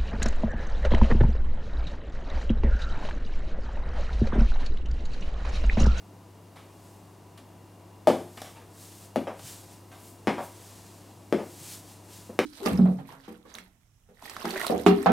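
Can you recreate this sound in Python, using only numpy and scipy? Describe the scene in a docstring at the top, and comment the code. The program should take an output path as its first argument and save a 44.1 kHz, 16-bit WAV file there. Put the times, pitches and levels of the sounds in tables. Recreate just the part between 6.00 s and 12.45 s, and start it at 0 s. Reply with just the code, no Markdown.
"""Stiletto heels on kitchen tiles

Stiletto heels step slowly and closely across a tiled floor. Each heel thumps (a swelling sine), clacks
(damped modes) and ticks (a scattered pulse); the sole follows more softly, and the hard room answers.
Tights swish between the steps as swells of coloured noise, and the shoes creak and squeak.
An appliance hums in wavering sines under faint room noise and hiss."""
import sys
import numpy as np
from scipy import signal
from scipy.fft import rfft, irfft, next_fast_len
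from scipy.io import wavfile
from scipy.ndimage import map_coordinates

SR = 44100
rng = np.random.default_rng(int(sys.argv[2]) if len(sys.argv) > 2 else 0)


def unload_audio(sound):
    """Save the sound as a 16-bit wav file, at the path given as the first command line argument."""
    columns = np.transpose(np.atleast_2d(sound))
    # keep every value between -1 and 1, then stretch to whole-number steps
    steps = np.round(np.clip(columns, -1, 1) * 32767)
    wavfile.write(sys.argv[1], SR, steps.astype(np.int16))


N = 284445  # length in samples


def amp(db):
    """Decibels to gain."""
    return 10 ** (np.asarray(db) / 20)


def unit(x):
    """Scale to rms 1."""
    return x / np.sqrt(np.mean(x ** 2) + 1e-20)


def along(points, hz):
    """Read (Hz, value) points on a log frequency axis."""
    point_hz, values = np.transpose(points)
    return np.interp(np.log(hz + 1), np.log(point_hz + 1), values)


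def wobble(rate):
    """A smooth random curve through normally distributed knots, rate of them a second."""
    knots = rng.standard_normal(int(N * rate / SR) + 4)
    return map_coordinates(knots, [np.arange(N) * rate / SR])


def noise(spectrum, size):
    """Noise of rms 1, coloured by shaping the spectrum of white noise."""
    m = next_fast_len(size + 8192)
    white = rfft(rng.standard_normal(m))
    colour = amp(along(spectrum, np.fft.rfftfreq(m, 1 / SR)))
    return unit(irfft(white * colour, m)[:size])


def stereo(mid, side, side_db):
    """Left and right from a common and a differing part."""
    difference = amp(side_db) * side
    return np.array([mid + difference, mid - difference])


def add(track, sound, s):
    """Mix a sound into the track at time s."""
    start = round(s * SR)
    track[:, start:start + sound.shape[1]] += sound[:, :max(N - start, 0)]


# Steady hum, then the appliance tones. 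Each row: frequency in Hz, level in dB rms (the tones waver around it).
HUM_TONES = [(100, -54), (172, -65), (200, -65.5), (258, -69), (300, -65), (348, -68.5), (680, -71.5),
             (980, -71)]
# Colour of the room noise. Each row: frequency in Hz, relative level in dB per Hz.
AIR_COLOUR = [(25, -2), (50, -12.5), (90, -8.5), (140, -6.5), (220, -9), (330, -5.5), (480, -11),
              (980, -12), (1450, -23), (3000, -28.5), (9000, -31), (13000, -34), (15800, -38)]
# Level of a thin electrical whine, wavering around this line. Each row: time in seconds, level in dB rms.
WHINE_LEVEL = [(0, -79), (2, -76.5), (3, -76), (6.45, -75)]


def background(air_db=-53.5, hiss_db=-73, whine_hz=2799):
    """Steady mains hum, wavering appliance tones, soft room noise and each microphone's own hiss."""
    t = np.arange(N) / SR
    (mains_hz, mains_db), *tones = HUM_TONES
    hum = amp(mains_db) * np.sin(2 * np.pi * mains_hz * t)
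    for hz, db in tones:
        hum = hum + amp(db + wobble(3.1)) * np.sin(2 * np.pi * hz * t + wobble(10))
    whine_db = np.interp(t, *np.transpose(WHINE_LEVEL)) + wobble(29)
    whine = amp(whine_db) * np.sin(2 * np.pi * whine_hz * t + wobble(20))
    air = stereo(noise(AIR_COLOUR, N), noise(AIR_COLOUR, N), side_db=-14.0)
    hiss = amp(hiss_db) * rng.standard_normal((2, N))
    return np.sqrt(2) * (hum + whine) + amp(air_db) * air + hiss  # sqrt(2) turns sine rms into peak


# How long the room rings. Each row: frequency in Hz, 60 dB decay time in seconds.
ROOM_T60 = [(100, 0.77), (260, 0.38), (700, 0.37), (1800, 0.43), (5000, 0.49), (13000, 0.98)]
# Colour of the room's answer. Each row: frequency in Hz, relative level in dB.
ROOM_COLOUR = [(50, 3.5), (135, 1.5), (200, 4), (300, 3), (700, 0.5), (1500, 3.5), (5000, 4), (15000, -1)]
# The room's standing waves. Each row: frequency in Hz, level in dB relative to one another,
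# 60 dB decay time in seconds.
STANDING_WAVES = [(177.2, -0.5, 0.26), (217.6, 8.5, 0.18), (265, 5, 0.21), (341, -6, 0.38),
                  (354.6, -14.5, 0.76), (429.4, -14.5, 0.34), (506.7, 3.5, 0.17), (561, -6, 0.33),
                  (577, 5, 0.1), (711, -1.5, 0.14), (960, -4, 0.43)]


def reverb(early_db=2, early_t60=0.24, gap=0.002, standing_db=-53):
    """One room tail: strong answers from near cupboards, then a diffuse decay with standing waves."""
    hz, t, z = signal.stft(noise(ROOM_COLOUR, SR // 2), SR, nperseg=256)
    decay = amp(-60 * t / along(ROOM_T60, hz)[:, None])
    tail = signal.istft(z * decay, SR, nperseg=256)[1]
    t = np.arange(len(tail)) / SR
    arrival = np.clip(t / gap - 1, 0, 1)  # silent for one gap in seconds, full after two
    tail = tail * (1 + amp(early_db - 60 * t / early_t60)) * arrival
    waves = 0
    for f, db, t60 in STANDING_WAVES:
        waves = waves + amp(db - 60 * t / t60) * np.sin(2 * np.pi * (f * t + rng.random()))
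    return tail / np.linalg.norm(tail) + amp(standing_db) * waves * arrival


def in_room(sound, room_db, pan_db):
    """The direct sound and the room's answer, drawn afresh for every contact or creak."""
    response = amp(room_db) * stereo(reverb(), reverb(), side_db=-26)
    response[:, 0] += 1  # the direct sound
    pan = amp([[pan_db / 2], [-pan_db / 2]])
    return signal.fftconvolve(sound[None], response, axes=1) * pan


# The heel and its shank. Each row: frequency in Hz, relative level in dB (varied per strike),
# 60 dB decay time in seconds.
HEEL_MODES = [(796, 7.5, 0.0095), (1226, 3, 0.016), (1597, 7.5, 0.0049), (2120, 9, 0.0039),
              (2670, -6.5, 0.0027), (3040, -14, 0.002), (4930, -12, 0.011), (6800, -37, 0.0018)]


def heel_ring(t):
    """Damped modes of the heel, struck at new strengths each time."""
    out = 0
    for hz, db, t60 in HEEL_MODES:
        strength_db = db + 2 * rng.standard_normal()
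        out = out + amp(strength_db - 60 * t / t60) * np.sin(2 * np.pi * hz * t)
    return out


# Small creaks and ticks of the shoes. Each row: start in seconds, level in dB before the heel and tip trims,
# length in seconds.
CREAKS = [(0.558, -41, 0.13), (1.376, -43, 0.028), (2.373, -36.5, 0.026), (2.4176, -34.5, 0.0071),
          (2.445, -38, 0.11), (2.556, -42.5, 0.13), (3.393, -42.5, 0.014), (3.916, -40.5, 0.15)]
# Colour of the heel tip on glaze, here and in every contact. Each row: frequency in Hz, relative level in dB.
TIP_COLOUR = [(200, -23), (1200, -29), (3000, 12.5), (6000, 3.5), (10000, 3), (13000, -1.5), (16000, -11)]
# A creak longer than a snap loses this much tick per doubling of its length; a shorter one gains it.
SNAP_S, DULLING_DB = 0.016, 4.2


def creaks(clack_db=-6, tick_db=-6, room_db=-3):
    """A short run of tiny slips shakes the heel as a shoe rocks or drags; slow ones are duller."""
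    out, t = np.zeros((2, N)), np.arange(SR // 6) / SR
    for s, db, length in CREAKS:
        fade = np.exp(-2 * t / length)
        slips = rng.standard_normal(len(t)) ** 3 * fade  # cubing leaves a few strong slips
        heel = signal.fftconvolve(slips / np.linalg.norm(slips), heel_ring(t))[:len(t)]
        tip_db = tick_db - DULLING_DB * np.log2(length / SNAP_S)
        tip = amp(tip_db) * fade * noise(TIP_COLOUR, len(t))
        creak = amp(db) * (amp(clack_db) * heel + tip)
        add(out, in_room(creak, room_db, pan_db=-0.5), s)
    return out


# The legs brush past each other. Each row: peak time in seconds, level in dB before the flutter,
# rise in seconds, fall in seconds, brightness in dB per octave.
SWISHES = [(.88, -61.5, 0.21, 0.2, -1), (2.442, -53, 0.14, 0.12, -0.5), (2.82, -50.5, 0.073, 0.19, -0.5),
           (3.045, -52.5, 0.14, 0.041, -0.5), (3.479, -43, 0.058, 0.12, -1), (3.73, -55, 0.081, 0.074, -2),
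           (4.08, -52.5, 0.13, 0.077, 2), (4.441, -49.5, 0.029, 0.048, 4), (4.67, -52.5, 0.33, 0.45, -2),
           (5.735, -42.5, 0.18, 0.06, -0.5), (5.9, -52.5, 0.073, 0.11, -1.5),
           (6.15, -49.5, 0.075, 0.15, -1.5)]
# Colour of nylon on nylon before each stroke's tilt. Each row: frequency in Hz, relative level in dB per Hz.
NYLON_COLOUR = [(700, -12), (1500, -9), (2700, -6), (4600, -2.5), (6000, -1.5), (8000, 0.5), (10500, -2.5),
                (13300, -4.5), (15800, -10)]
SWISH_SHAPE = 1.17  # 1 = a pointed swell, 2 = a rounded one


def tights(pivot_hz=7000):
    """Nylon slides on nylon as the legs move: each stroke swells to a peak and fades, with a flutter."""
    lead = .5  # seconds before the peak
    out, t = np.zeros((2, N)), np.arange(2 * SR) / SR - lead
    for s, db, rise, fall, tilt in SWISHES:
        colour = [(hz, level + tilt * np.log2(hz / pivot_hz)) for hz, level in NYLON_COLOUR]
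        side_s = np.where(t < 0, rise, fall)
        stroke = np.exp(-np.abs(t / side_s) ** SWISH_SHAPE)
        fibres = stereo(noise(colour, len(t)), noise(colour, len(t)), side_db=-18.0)
        add(out, amp(db) * stroke * fibres, s - lead)
    flutter = amp(.5 * wobble(90))
    return out * flutter


def click(spectrum, size, spread):
    """A causal pulse of energy 1; its frequencies arrive scattered over spread seconds."""
    hz = np.fft.rfftfreq(size, 1 / SR)
    # folding the cepstrum gives the colour its minimum phase
    cepstrum = irfft(np.log(amp(along(spectrum, hz))), size)
    cepstrum[1:size // 2] *= 2
    cepstrum[size // 2 + 1:] = 0
    knots = np.linspace(0, SR / 2, 48)
    delay = spread * np.interp(hz, knots, rng.random(len(knots)) ** 2)  # squaring favours early arrivals
    phase = 2 * np.pi * np.cumsum(delay) * hz[1]
    pulse = irfft(np.exp(rfft(cepstrum) - 1j * phase), size)
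    return pulse / np.linalg.norm(pulse)


def contact(thump_db, hz, rise, clack_db=-np.inf, tick_db=-np.inf, lowest_hz=130):
    """A shoe meets the tile: a tick of the tip, a clack of the heel and a thump as the weight arrives."""
    t = np.arange(2048) / SR
    load = (t / rise * np.exp(1 - t / rise)) ** 2  # the weight peaks rise seconds after the tip touches
    thump = -amp(thump_db) * load * np.sin(2 * np.pi * hz * t)
    heel = amp(clack_db) * heel_ring(t)
    tip = amp(tick_db) * click(TIP_COLOUR, len(t), spread=0.00318)
    # a small shoe radiates little bass
    small_shoe = signal.butter(1, lowest_hz, "highpass", fs=SR, output="sos")
    return signal.sosfilt(small_shoe, thump + heel + tip)


# Heel strikes. Each row: start in seconds, thump in dB, thump in Hz, clack and tick in dB before their trims,
# settling contact in dB below the strike, its thump in Hz, room in dB (for the strike), left-right in dB.
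HEEL_STRIKES = [ (2.0720, -5, 648, -26.5, -20.5, 7.5, 316, 4, 0),
                (3.1595, -12.5, 604, -29, -27.5, 4, 270, -1.5, 1),
                (4.2723, -12, 298, -21, -30.5, 6, 744, 2.5, 0.5),
                (5.3257, -8.5, 344, -26, -29.5, 11.5, 516, 0, 1),
                (6.3906, -9, 328, -16, -21.5, 20, 517, -1.5, -1)]
HEEL_RISE_S = 0.0014  # how fast the weight builds on a heel
SETTLE_S, SETTLE_ROOM_DB = 0.007, 2  # a heel rocks and seats itself this much later, with more of the room
SETTLE_TICK_DB = -3  # the tip is already on the tile, so it ticks less


def heels(clack_trim_db=-6, tick_trim_db=9):
    """Each heel strikes and seats itself a moment later."""
    out = np.zeros((2, N))
    for s, thump, hz, clack, tick, softer, settle_hz, room_db, pan_db in HEEL_STRIKES:
        clack_db, tick_db = clack + clack_trim_db, tick + tick_trim_db
        strike = contact(thump, hz, HEEL_RISE_S, clack_db, tick_db)
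        settle = contact(thump, settle_hz, HEEL_RISE_S, clack_db, tick_db + SETTLE_TICK_DB)
        add(out, in_room(strike, room_db, pan_db), s)
        add(out, in_room(amp(-softer) * settle, room_db + SETTLE_ROOM_DB, pan_db), s + SETTLE_S)
    return out


# The sole comes down. Each row: start in seconds, thump in dB (for the ball of the foot), thump in Hz.
SOLE_SLAPS = [(2.0890, -16.5, 520), (3.271, -23.5, 600), (4.382, -22.5, 696), (5.3853, -27, 550)]
SOLE_RISE_S, SOLE_ROOM_DB = 0.00091, 8
SOLE_CLACK_DB, SOLE_TICK_DB = -23.5, -13  # relative to the thump
TOE_S, TOE_DB = 0.024, -9.5  # the toe follows the ball of the foot, softer
TOE_OFF_AT, TOE_OFF_DB, TOE_OFF_HZ = 6.294, -33.5, 360  # one dull tap as the standing shoe rocks forward


def soles(pan_db=-1.0, rock_clack_db=-30):
    """The ball of the foot slaps down, then the toe; a shoe that only rocks forward taps once, dully."""
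    out = np.zeros((2, N))
    for s, ball_db, hz in SOLE_SLAPS:
        for delay, db in [(0, ball_db), (TOE_S, ball_db + TOE_DB)]:
            slap = contact(db, hz, SOLE_RISE_S, db + SOLE_CLACK_DB, db + SOLE_TICK_DB)
            add(out, in_room(slap, SOLE_ROOM_DB, pan_db), s + delay)
    tap = contact(TOE_OFF_DB, TOE_OFF_HZ, SOLE_RISE_S, TOE_OFF_DB + rock_clack_db)
    add(out, in_room(tap, SOLE_ROOM_DB, pan_db), TOE_OFF_AT)
    return out


def squeak(peak_s=2.578, hz=910, level_db=-50, length=0.029):
    """A twisting sole gives a brief, unsteady stick-slip tone."""
    t = np.arange(N) / SR
    swell = np.exp(-((t - peak_s) / length) ** 2)
    tone = np.sin(2 * np.pi * hz * t + 0.45 * wobble(130))
    return amp(level_db) * swell * tone


# The floor takes the full weight. Each entry: start in seconds.
WEIGHT_TIMES = [3.437, 5.602]
WEIGHT_DB, WEIGHT_HZ, WEIGHT_RISE_S = -41.5, 121, 0.0064


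def weight(room_db=3):
    """A soft, low thud as the body moves onto the front foot."""
    out = np.zeros((2, N))
    for s in WEIGHT_TIMES:
        thud = contact(WEIGHT_DB, WEIGHT_HZ, WEIGHT_RISE_S)
        add(out, in_room(thud, room_db, pan_db=0), s)
    return out


def scene():
    """Shoes, tights and the room."""
    return background() + creaks() + tights() + heels() + soles() + squeak() + weight()


# Balance of the two microphones. Each row: frequency in Hz, left minus right in dB.
BALANCE = [(110, 0.5), (200, 1.3), (380, 2.5), (700, 3.5), (1300, 1), (4400, -0.2), (15000, 1.5)]
TOP_HZ = 15850  # band limit


def record(dry):
    """Two microphones thin the deep bass, favour the left in the low middle and stop at a band limit."""
    thin = signal.sosfilt(signal.butter(2, 55, "highpass", fs=SR, output="sos"), dry)
    m = next_fast_len(N + SR // 2)
    hz = np.fft.rfftfreq(m, 1 / SR)
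    gains = amp(np.outer([.5, -.5], along(BALANCE, hz)))
    return irfft(rfft(thin, m) * gains * (hz < TOP_HZ), m)[:, :N]


dry = scene()
out = record(dry)
unload_audio(out)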